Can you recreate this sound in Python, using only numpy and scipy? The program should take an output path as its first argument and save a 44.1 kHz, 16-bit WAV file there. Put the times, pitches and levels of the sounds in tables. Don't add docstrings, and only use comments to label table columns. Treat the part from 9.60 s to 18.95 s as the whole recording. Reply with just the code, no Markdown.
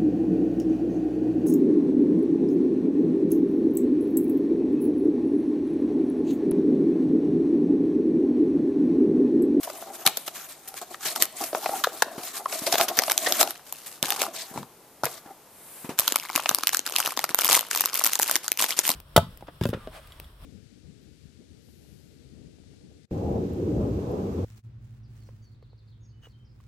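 import sys
import numpy as np
from scipy import signal
from scipy.fft import rfft, irfft, next_fast_len
from scipy.io import wavfile
from scipy.ndimage import uniform_filter1d

SR = 44100
rng = np.random.default_rng(int(sys.argv[2]) if len(sys.argv) > 2 else 0)


def dump_mix(stems):
    frames = np.atleast_2d(stems).T
    limited = np.clip(frames, -1, 1)
    pcm = np.round(limited * 32767).astype(np.int16)
    wavfile.write(sys.argv[1], SR, pcm)


N = 412335
TIME = np.arange(N) / SR
AGE = np.arange(4096) / SR
BLOW_S = 0.005
STROKE_ATTACK_SHARE, STROKE_RELEASE_S = 0.18, 0.014
SQUEEZE_ATTACK_SHARE, SQUEEZE_RELEASE_S = 0.082, 0.021
GLIDE_ATTACK_SHARE, GLIDE_RELEASE_S = 0.8, 0.05
CARD_RING_CYCLES, FOIL_RING_CYCLES = 11, 10
CARD_OVERTONES_DB, FOIL_OVERTONES_DB = -4, -3
CREASE_SLIP_S = 0.0007


def undb(db):
    return 10 ** (np.asarray(db) / 20)


def unit(x):
    return x / np.sqrt(np.mean(x ** 2, axis=-1, keepdims=True))


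def blow(x, db):
    energy = np.sum(x ** 2, axis=-1, keepdims=True)
    return x * undb(db) * np.sqrt(BLOW_S * SR / energy)


def shaped(x, db_at):
    size = 2 * next_fast_len(x.shape[-1])
    hz = np.maximum(np.fft.rfftfreq(size, 1 / SR), 1)
    cepstrum = irfft(np.log(undb(db_at(hz))))[..., :size // 2]
    cepstrum[..., 1:] *= 2
    response = np.exp(rfft(cepstrum, size))
    return irfft(rfft(x, size) * response)[..., :x.shape[-1]]


def colour(x, points, bright_db=0):
    f, db = np.transpose(points)

    def db_at(hz):
        shelf_db = bright_db / (1 + (6500 / hz) ** 2)
        return np.interp(np.log(hz), np.log(f), db) + shelf_db

    return shaped(x, db_at)


def ring(hz, t60):
    return np.sin(2 * np.pi * hz * AGE) * np.exp(-np.log(1000) * AGE / t60)


def through(x, response):
    return signal.fftconvolve(x, np.atleast_2d(response), axes=-1)[:, :x.shape[-1]]


def add(track, s, sound):
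    start = max(int(s * SR), 0)
    part = track[:, start:start + sound.shape[-1]]
    part += sound[..., :part.shape[-1]]


def curve(table):
    s, *columns = np.transpose(table)
    idle_s = np.maximum(s[0] - TIME, 0) + np.maximum(TIME - s[-1], 0)
    return [np.interp(TIME, s, column) - 100 * idle_s for column in columns]


def pushes(table, attack_share, release_s):
    power = np.zeros((len(table[0]) - 2, N))
    for start, length, *db in table:
        t = TIME[:int((length + 10 * release_s) * SR)]
        attack = np.clip(t / (attack_share * length), 0, 1)
        release = np.exp(-np.maximum(t - length, 0) / release_s)
        add(power, start, np.outer(undb(db), attack * release) ** 2)
    return np.sqrt(power)


def patchy(rate, spread_db):
    steps = rng.standard_normal(N // 100)
    wander = np.interp(TIME * rate, np.arange(len(steps)), steps)
    return unit(undb(spread_db * wander))


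def rippled(x, ripple_db, count):
    phases = 2 * np.pi * rng.random((3, count, 1, 1))

    def db_at(hz):
        return ripple_db * sum(np.cos(k * np.log(hz) + p) for k, p in zip((2, 4.5, 9), phases))

    return shaped(x, db_at)


def drifting(versions, rate):
    moments = np.arange(0, TIME[-1], 1 / rate)
    shares = np.array([np.interp(TIME, moments, rng.exponential(size=len(moments)) ** 2) for _ in versions])
    mix = sum(share * unit(version) for share, version in zip(shares, versions))
    return mix / np.sqrt(np.sum(shares ** 2, axis=0) + 1e-9)


def slips(slip_s, ripple_db, count):
    age = AGE[:1024] / max(slip_s, 1e-4)
    envelope = np.sqrt(age) * np.exp(-age)
    jerks = undb(4.5 * np.repeat(rng.standard_normal((count, 1, 32)), 32, axis=-1))
    bursts = envelope * jerks * rng.standard_normal((count, 2, len(age)))
    return rippled(bursts, ripple_db, count)


def grains(kinds, rate, spread_db, smooth_share):
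    swarm = np.zeros((2, N))
    for k, (when, chance, luck) in enumerate(rng.random((N // 50, 3))):
        if chance < rate * 50 / SR:
            gain = undb(-spread_db * np.log(luck + 0.076))
            add(swarm, when * N / SR, kinds[k % len(kinds)] * gain)
    power = np.abs(uniform_filter1d(np.mean(swarm ** 2, axis=0), size=3000))
    swarm /= np.sqrt(power + 1e-6)
    return swarm + np.sqrt(smooth_share) * rng.standard_normal((2, N))


def snap(spectrum, crack_db, bright_db, slip_s, hz, sheet_db, cycles, overtones_db):
    burst, = slips(slip_s, ripple_db=1.8, count=1)
    crack = blow(colour(burst, spectrum, bright_db), crack_db)
    overtones_hz = hz * 2 ** rng.uniform(-0.6, 1.2, 16)
    others = sum(rng.standard_normal() * ring(f, 0.5 * cycles / f) for f in overtones_hz)
    push = np.pad(burst, ((0, 0), (0, len(AGE))))
    main = unit(through(push, ring(hz, cycles / hz)))
    sheet = main + undb(overtones_db) * unit(through(push, others))
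    sheet = blow(colour(sheet, [(100, -18.0), (550, 3.0)]), sheet_db)
    add(sheet, 0, crack)
    return sheet


# f/Hz, relative level/dB
ROOM_TONE = [(25, -13), (60, -10), (100, -7), (145, 0), (200, -3), (400, 0), (900, -1.5), (1600, -10),
             (3500, -15), (8000, -15), (13500, -12)]


def room_tone():
    return unit(colour(rng.standard_normal((2, N)), ROOM_TONE)) * undb(-53)


# delay t/s, level/dB
ECHOES = [(.0093, -16.5), (.021, -25)]


def room(x, t60, wet_db, treble_db):
    t = TIME[:SR // 2]
    decay = np.exp(-np.log(1000) * t / t60)
    onset = np.clip(t / 0.0089, 0, 1)
    tail = rng.standard_normal((2, len(t))) * decay * onset
    tail *= undb(wet_db) / np.sqrt(np.sum(tail[0] ** 2))
    response = colour(tail, [(1000, -12.0), (3000, -8.0), (12000, treble_db)])
    for s, db in ECHOES:
        scatter = rng.standard_normal((2, len(AGE))) * np.exp(-AGE / 0.00045)
        add(response, s, undb(db) * scatter / np.sqrt(np.sum(scatter[0] ** 2)))
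    return x + through(x, response)


# start t/s, length t/s, level/dB
SCUFFS = [(4.94, 0.092, -41.5), (6.295, .04, -48)]
# f/Hz, relative level/dB
DESK_SCUFF = [(70, -19), (140, 0), (260, -1), (1500, -34)]


def scuffs():
    gain, = pushes(SCUFFS, STROKE_ATTACK_SHARE, STROKE_RELEASE_S)
    return unit(colour(rng.standard_normal((2, N)), DESK_SCUFF)) * gain


# start t/s, length t/s, level/dB
GLIDES = [(.16, 0.018, -42), (.55, 0.052, -43), (1.74, 0.15, -38.5), (2.0, .17, -43), (4.255, 0.017, -42),
          (5.85, 0.4, -44.5)]
# f/Hz, relative level/dB
SKIN_GLIDE = [(2000, -7), (6000, -14), (9000, -2.5), (13000, -4)]


def glides():
    gain, = pushes(GLIDES, GLIDE_ATTACK_SHARE, GLIDE_RELEASE_S)
    return unit(colour(rng.standard_normal((2, N)), SKIN_GLIDE)) * gain


# t/s, relative level/dB, pitch f/Hz
BUMPS = [(0.465, -30, 191), (1.621, -33, 378), (2.58, -29, 360), (3.019, -31, 303), (3.139, -29, 358),
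         (3.206, -34, 250), (3.384, -31, 335), (4.428, -26.5, 247), (4.912, -40, 230), (4.959, -32, 243),
         (4.979, -33, 140), (5.438, -29, 138), (5.66, -42, 295), (6.245, -32, 240), (6.292, -25.5, 334),
         (6.758, -31, 287), (6.912, -29.5, 340), (7.704, -36, 310), (9.295, -32, 254)]
# f/Hz, gain/dB
THUD = [(60, -77), (150, -43), (300, -5), (1000, -8), (4000, -22), (14000, -27)]


def bumps():
    out = np.zeros((2, N))
    for s, db, hz in BUMPS:
        t60 = 0.06 * (200 / hz) ** 2
        note = ring(hz, t60) + 0.5 * ring(hz * rng.uniform(0.65, 0.85), t60)
        note = colour(note, [(70, 7.2), (140, 11.0)])
        contact = np.exp(-AGE / 0.026) * rng.standard_normal((2, len(AGE)))
        ports = np.array([[1], [rng.standard_normal()]])
        add(out, s, ports * blow(note, db - 1) + blow(colour(contact, THUD), db - 3))
    return out


def small_creases(count):
    pitches = 1300 * 2 ** rng.uniform(-0.9, 1.4, count)
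    ring_dbs = rng.normal(-11, 6, count)
    creases = []
    for tick, hz, db in zip(slips(0.0004, ripple_db=3, count=count), pitches, ring_dbs):
        facet = unit(through(tick, ring(hz, FOIL_RING_CYCLES / hz)))
        creases.append(unit(tick) + undb(db) * facet)
    return creases


# start t/s, length t/s, crackle relative level/dB, slide level/dB
SQUEEZES = [(3.6, 0.38, -52.5, -61), (4.04, 0.33, -61, -48.5), (4.42, 0.143, -37, -38),
            (4.59, 0.047, -31, -32.5), (6.372, 0.14, -39.5, -38), (6.53, 0.055, -39.5, -47),
            (6.57, 0.34, -43.5, -52), (6.75, 0.032, -34.5, -57), (6.84, 0.33, -46, -49),
            (7.125, 0.018, -39, -31), (7.25, 0.086, -37, -50), (7.34, 0.17, -36, -39),
            (7.56, 0.089, -44, -46), (7.685, 0.014, -36.5, -57), (7.77, 0.095, -30.5, -36.5),
            (7.885, 0.076, -26, -24), (7.98, 0.11, -49, -58), (8.1, 0.12, -37, -35),
            (8.19, 0.093, -37, -62), (8.32, 0.17, -35.5, -38), (8.51, 0.043, -37.5, -34),
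            (8.6, 0.15, -37.5, -33.5), (8.83, 0.016, -38.5, -39), (8.985, 0.056, -30, -29),
            (9.08, 0.028, -32, -31), (9.165, 0.025, -36.5, -30.5), (9.23, 0.081, -37, -29)]
# f/Hz, gain/dB
FOIL_RUSTLE = [(60, -70), (150, -16), (300, -3), (700, 0), (1150, 5.5), (1900, 0.5), (2900, 7), (6000, 2.5),
               (9000, 0.5), (13500, 0.5)]
# f/Hz, relative level/dB
FOIL_SLIDE = [(300, -13), (1000, -5.5), (2000, -6.5), (6000, -5), (9000, -5), (13500, -6.5)]


def foil_rustle():
    crackle_gain, slide_gain = pushes(SQUEEZES, SQUEEZE_ATTACK_SHARE, SQUEEZE_RELEASE_S)
    crackle = grains(small_creases(count=120), rate=300, spread_db=5.8, smooth_share=0.01)
    crackle = unit(colour(crackle, FOIL_RUSTLE)) * crackle_gain
    slide = unit(colour(rng.standard_normal((2, N)), FOIL_SLIDE)) * slide_gain
    return undb(3.5) * crackle + slide * patchy(rate=450, spread_db=4)


# t/s, crack relative level/dB, treble shelf/dB, facet pitch f/Hz,
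# facet ring relative level/dB
CREASES = [(4.1251, -24.5, 10, 716, -38), (4.4276, -19, -15, 670, -28.5), (4.5044, -18.5, 6, 3640, -23),
           (4.5217, -24, -23, 1130, -31), (4.6175, -20, -18, 660, -24), (6.3888, -14, 4, 1050, -29),
           (6.3964, -12, 11, 610, -31), (6.4044, -24, 15, 1020, -36), (6.4786, -15, -4, 1130, -29),
           (6.5224, -20.5, -12, 3080, -38), (6.5581, -14, 14, 1350, -20.5), (6.6997, -36.5, -27, 1200, -29),
           (6.753, -24, 3, 1070, -26.5), (6.76, -15.5, -3, 1160, -31), (6.7771, -26, -11, 1090, -23.5),
           (6.7965, -46, -17, 1250, -26.5), (6.8586, -26.5, -28, 1570, -22.5),
           (6.892, -15, -8, 1160, -23.5), (6.9117, -29, -1, 890, -23.5), (6.9469, -13.5, 9, 1200, -33),
           (6.9857, -24.5, -6, 1290, -29.5), (7.0346, -25, -17, 1280, -25.5),
           (7.071, -11.5, 14, 3120, -20.5), (7.081, -28, 4, 1090, -41), (7.092, -19.5, 9, 1550, -27.5),
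           (7.1461, -15, -2.5, 1590, -23.5), (7.1698, -17, 14, 2620, -40), (7.1927, -23.5, -16, 1100, -42),
           (7.2636, -22.5, -4, 1030, -41), (7.3619, -18, 4, 2840, -19.5), (7.3843, -20.5, 9, 940, -31),
           (7.3934, -26, 3, 800, -30), (7.4013, -19, 9, 1010, -25), (7.4603, -23, 0, 846, -37),
           (7.4751, -21.5, -2, 1220, -27), (7.574, -24, -24, 1000, -25.5), (7.5915, -20.5, -6, 815, -26),
           (7.6408, -20, -1, 1440, -21), (7.7458, -12.5, 9, 1460, -24.5), (7.789, -17, 4, 1390, -24),
           (7.797, -30, 3, 1390, -40), (7.8099, -21, 9, 580, -44), (7.846, -13.5, 10, 2310, -29),
           (7.856, -19, 10, 1140, -39), (7.8638, -22, 5, 2280, -34), (7.8787, -19, 4, 2800, -34),
           (7.9, -27, 5, 1010, -30), (7.9111, -16, 5, 1160, -28), (7.9228, -20, 7, 1030, -29),
           (7.9288, -13, -4, 780, -27), (7.9511, -13, 7, 2970, -20.5), (7.9668, -16, 5, 950, -25),
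           (7.992, -22.5, -1, 960, -34), (8.0087, -23, -1, 580, -36), (8.1115, -25, 12, 2230, -27.5),
           (8.149, -21, -7, 1290, -30), (8.1595, -21, 10, 1080, -31), (8.1743, -21.5, -5, 2850, -41),
           (8.208, -12.5, 6, 1090, -27), (8.2578, -14.5, 9, 1300, -31.5), (8.342, -22, 6, 1090, -43),
           (8.3545, -20.5, -2, 1040, -39), (8.375, -21, 7, 1740, -48), (8.3943, -18.5, 8, 2910, -46),
           (8.4393, -15.5, 2, 1170, -31.5), (8.4459, -15, 3, 2730, -28), (8.4562, -20.5, 0, 826, -34),
           (8.4641, -16.5, 4, 935, -41), (8.4718, -18, 11, 1240, -34), (8.533, -18, 12, 1270, -34),
           (8.5548, -19, 13, 3190, -48), (8.5908, -19.5, 3, 800, -32), (8.597, -22, 7, 960, -22.5),
           (8.6173, -21, 15, 1590, -50), (8.6245, -14, 10, 1900, -39), (8.6304, -18, 5, 1660, -31),
           (8.678, -22, 4, 1040, -48), (8.696, -23, -5, 1460, -25.5), (8.712, -16, 0, 610, -30.5),
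           (8.756, -16, -8, 2240, -22), (8.7628, -20, -7, 1020, -31), (8.8804, -21.5, -10, 1480, -30),
           (8.9179, -15.5, 7, 2660, -24.5), (8.974, -24.5, 12, 2600, -34), (9.0025, -29, -15, 1110, -27),
           (9.013, -20, 13, 1040, -41), (9.0235, -17.5, -1, 1030, -25), (9.0405, -20, 10, 1110, -44),
           (9.106, -23, -5, 2660, -29), (9.1901, -12.5, -9, 2580, -23), (9.1948, -24, -5, 960, -34),
           (9.2671, -21.5, 7, 2230, -40), (9.2774, -18.5, 7, 3650, -37), (9.2912, -15, 3, 605, -26.5),
           (9.3029, -19, -2, 1100, -27.5), (9.316, -23.5, 0, 1130, -41)]
# f/Hz, gain/dB
FOIL_CRACK = [(100, -39), (300, -3.5), (900, -21), (1900, -6), (2800, 1), (6000, 2.5), (9000, -0.5),
              (13500, 4.5)]
# f/Hz, gain/dB
FOIL_RADIATION = [(150, -0.5), (450, -3), (1000, 0.5)]


def foil_snaps():
    snaps = np.zeros((2, N))
    for s, crack_db, bright_db, hz, facet_db in CREASES:
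        crease = snap(FOIL_CRACK, crack_db, bright_db, CREASE_SLIP_S, hz, facet_db,
                      FOIL_RING_CYCLES, FOIL_OVERTONES_DB)
        add(snaps, s, crease)
    return undb(0.5) * colour(snaps, FOIL_RADIATION)


# mode f/Hz, relative level/dB, decay time t60/s
BOX_MODES = [(245, -15, .035), (372, -9, .045), (520, -11, .025), (620, -4, .035), (722, 0, .06),
             (820, -4, .03), (1090, -7, .02), (1290, -9, .02), (1880, -12, .02)]


def box_body(stretch=1):
    response = np.zeros(len(AGE))
    for k, (hz, db, t60) in enumerate(BOX_MODES):
        response += undb(db) * ring(hz * stretch, t60) * (-1) ** k
    return response / np.sqrt(np.sum(response ** 2))


def flexing(x):
    return drifting([through(x, box_body(stretch)) for stretch in (0.92, 1, 1.08)], rate=18)


# start t/s, length t/s, hiss relative level/dB,
# box body relative level/dB
STROKES = [(0.03, 0.013, -34, -37), (0.255, 0.048, -64, -36.5), (0.33, 0.095, -50, -39.5),
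           (0.45, 0.027, -33, -25), (0.662, 0.013, -40.5, -47), (0.73, 0.14, -44.5, -50.5),
           (0.88, 0.055, -47, -53), (1.075, 0.01, -43, -44), (1.145, 0.032, -49, -49),
           (1.213, 0.016, -43.5, -34.5), (1.3, 0.049, -48, -39), (1.39, 0.11, -46, -47),
           (1.445, 0.078, -39, -31), (1.55, 0.029, -36.5, -28), (1.595, 0.033, -31.5, -25),
           (1.74, 0.13, -44.5, -54), (1.805, 0.038, -42, -29.5), (1.92, 0.2, -43, -36.5),
           (2.02, 0.12, -40.5, -29.5), (2.14, 0.057, -39.5, -33.5), (2.31, 0.07, -48, -40.5),
           (2.44, 0.077, -69, -37), (2.62, 0.087, -47, -47), (2.73, 0.083, -45, -40.5),
           (2.87, 0.17, -39, -35.5), (3.06, 0.098, -38.5, -30), (3.17, 0.07, -33.5, -28),
           (3.27, 0.05, -50, -26), (3.37, 0.049, -49, -36), (3.6, 0.21, -32.5, -27.5),
           (4.26, 0.014, -42, -47), (4.42, 0.3, -68, -36.5), (4.72, 0.12, -51, -43.5),
           (4.93, 0.057, -49, -41), (5.46, 0.12, -50, -43), (5.64, 0.073, -66, -44.5)]
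# t/s, box body relative level/dB
GRIP = [(0, -42), (0.95, -52.5), (2.1, -46), (3.9, -36), (4.0, -92), (4.9, -45.5), (5.2, -80), (5.75, -56)]
# start t/s, length t/s, level/dB
RASPS = [(.03, .03, -66), (1.322, 0.017, -52), (1.452, 0.033, -33.5), (3.06, 0.018, -36),
         (4.745, 0.078, -41)]
# f/Hz, relative level/dB
CARD_HISS = [(150, -35), (500, -52), (1100, 15.5), (1700, 12.5), (2600, 11), (3900, 12), (6500, 12),
             (9000, 10.5), (13500, 14)]
# f/Hz, relative level/dB
CARD_RASP = [(1000, -9), (2000, -3), (3000, -3), (4200, -1), (5400, 0.5), (7500, -7), (13500, -13.5)]


def card_friction():
    hiss_gain, body_gain = pushes(STROKES, STROKE_ATTACK_SHARE, STROKE_RELEASE_S)
    rasp_gain, = pushes(RASPS, STROKE_ATTACK_SHARE, STROKE_RELEASE_S)
    grip_db, = curve(GRIP)
    friction = grains(slips(0.0027, ripple_db=4, count=200), rate=600, spread_db=2, smooth_share=0.7)
    patches = rippled(signal.unit_impulse(256), ripple_db=2, count=4)
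    rub = drifting([through(friction, patch) for patch in patches], rate=16)
    hiss = unit(colour(rub, CARD_HISS)) * np.hypot(hiss_gain, undb(grip_db - 8))
    rasp = unit(colour(rub, CARD_RASP)) * rasp_gain
    body = unit(flexing(friction)) * np.hypot(body_gain, undb(grip_db))
    hiss *= patchy(rate=32, spread_db=3.5)
    body *= patchy(rate=32, spread_db=4.5)
    return undb(7.0) * hiss + rasp + undb(-4.5) * body


# t/s, crack relative level/dB,
# slip time constant t/s, panel pitch f/Hz, panel relative level/dB
FLAPS = [(0.0722, -53, 0.0045, 690, -25), (0.0978, -30.5, 0.0031, 620, -28.5),
         (0.2229, -50, 0.0018, 705, -29.5), (0.4626, 0, 0.0016, 1230, -24), (0.4644, -35, 0.0017, 4050, -9),
         (0.4738, -9.5, 0.0018, 1130, -23), (0.5705, -14.5, 0.0021, 580, -29.5),
         (0.678, -22, 0.0019, 716, -26.5), (1.1408, -35, 0.00074, 755, -35.5),
         (1.344, -36, 0.001, 1260, -29), (1.5597, -19, 0.0026, 835, -24), (1.623, -4, 0.0011, 725, -25),
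         (1.654, -21, 0.00047, 795, -47), (1.838, -21, 0.0021, 720, -30), (1.9293, -33.5, 0.0036, 620, -19),
         (1.948, -24.5, .0019, 704, -15.5), (2.058, -25.5, 0.0036, 696, -14), (2.09, -55, 0.0032, 730, -19),
         (2.2376, -15, 0.0041, 1240, -12), (2.2706, -28.5, 0.0014, 713, -14.5),
         (2.4212, -12, 0.0023, 760, -11.5), (2.4218, -30, 0.0014, 1500, -11.5),
         (2.8566, -35, 0.0015, 1040, -15), (2.925, -21.5, 0.0035, 590, -27.5),
         (3.0645, -15.5, 0.0061, 630, -20.5), (3.124, -12.5, 0.0018, 716, -14),
         (3.1369, -17, 0.0045, 550, -17), (3.155, -17.5, 0.00064, 1730, -17.5),
         (3.181, -15, 0.0013, 610, -26), (3.195, -17, 0.011, 696, -12), (3.212, -11, 0.0001, 670, -15.5),
         (3.2822, -15, 0.0072, 800, -29), (3.369, -13.5, 0.011, 736, -24),
         (3.389, -7, 0.00034, 6000, -12.5), (3.395, -19, 0.00056, 770, -21.5),
         (3.4196, -20.5, 0.0017, 870, -22.5), (3.4354, -18, 0.0015, 810, -29),
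         (3.479, -25, 0.0031, 815, -19), (3.497, -14.5, 0.0021, 870, -24), (3.511, -15.5, 0.0021, 860, -21),
         (3.5185, -9.5, 0.00064, 910, -27), (3.577, -8, 0.00077, 785, -31.5),
         (3.66, -28, 0.012, 1940, -12.5), (3.6706, -39, 0.0029, 686, -17), (3.7227, -10, 0.0011, 634, -26),
         (3.8103, -9, 0.002, 670, -13.5), (3.829, -8, 0.0018, 725, -16.5),
         (3.8744, -27, 0.0013, 677, -25.5), (3.907, -23, 0.0007, 840, -39),
         (4.976, -31.5, 0.00053, 940, -22.5), (5.029, -39, .001, 900, -35.5),
         (5.4345, -23, 0.0014, 1280, -14), (5.435, -40, 0.0013, 620, -17), (5.442, -21, 0.0031, 950, -29),
         (5.4539, -13, 0.002, 734, -37), (5.457, -27, 0.0071, 710, -21.5)]
# f/Hz, gain/dB
CARD_CRACK = [(150, -12), (500, -77), (1200, 5), (2600, 3), (3800, 4), (5500, 1), (8000, -6.5),
              (14000, -4.5)]


def card_snaps():
    snaps = np.zeros((2, N))
    for s, crack_db, slip_s, hz, panel_db in FLAPS:
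        bright_db = 1 + (crack_db - panel_db)
        flap = snap(CARD_CRACK, crack_db, bright_db, slip_s, hz, panel_db,
                    CARD_RING_CYCLES, CARD_OVERTONES_DB)
        add(snaps, s, flap)
    return undb(-4.5) * snaps + undb(-49) * through(snaps, box_body())


# f/Hz, gain of the side signal/dB
WIDTH = [(40, -7), (200, -15), (700, -19), (1400, -14), (2800, -8.5), (5500, -3), (9000, -.7), (14000, -.7)]


def scene():
    box = card_snaps() + card_friction()
    bag = foil_snaps() + foil_rustle()
    handling = box + bag + bumps() + glides() + scuffs()
    handling = room(handling, t60=0.54, wet_db=-8.5, treble_db=-18.5)
    handling = signal.sosfilt(signal.butter(2, 110, "high", fs=SR, output="sos"), handling)
    mid, side = handling + room_tone()
    side = colour(side, WIDTH)
    left_db = 0.77
    return np.array([(mid + side) * undb(left_db), (mid - side) * undb(-left_db)])


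def record(dry):
    low_pass = signal.ellip(8, 0.3, 70, 14300, fs=SR, output="sos")
    return signal.sosfilt(low_pass, np.clip(dry, -1.3, 1.3))


dry = scene()
out = record(dry)
dump_mix(out)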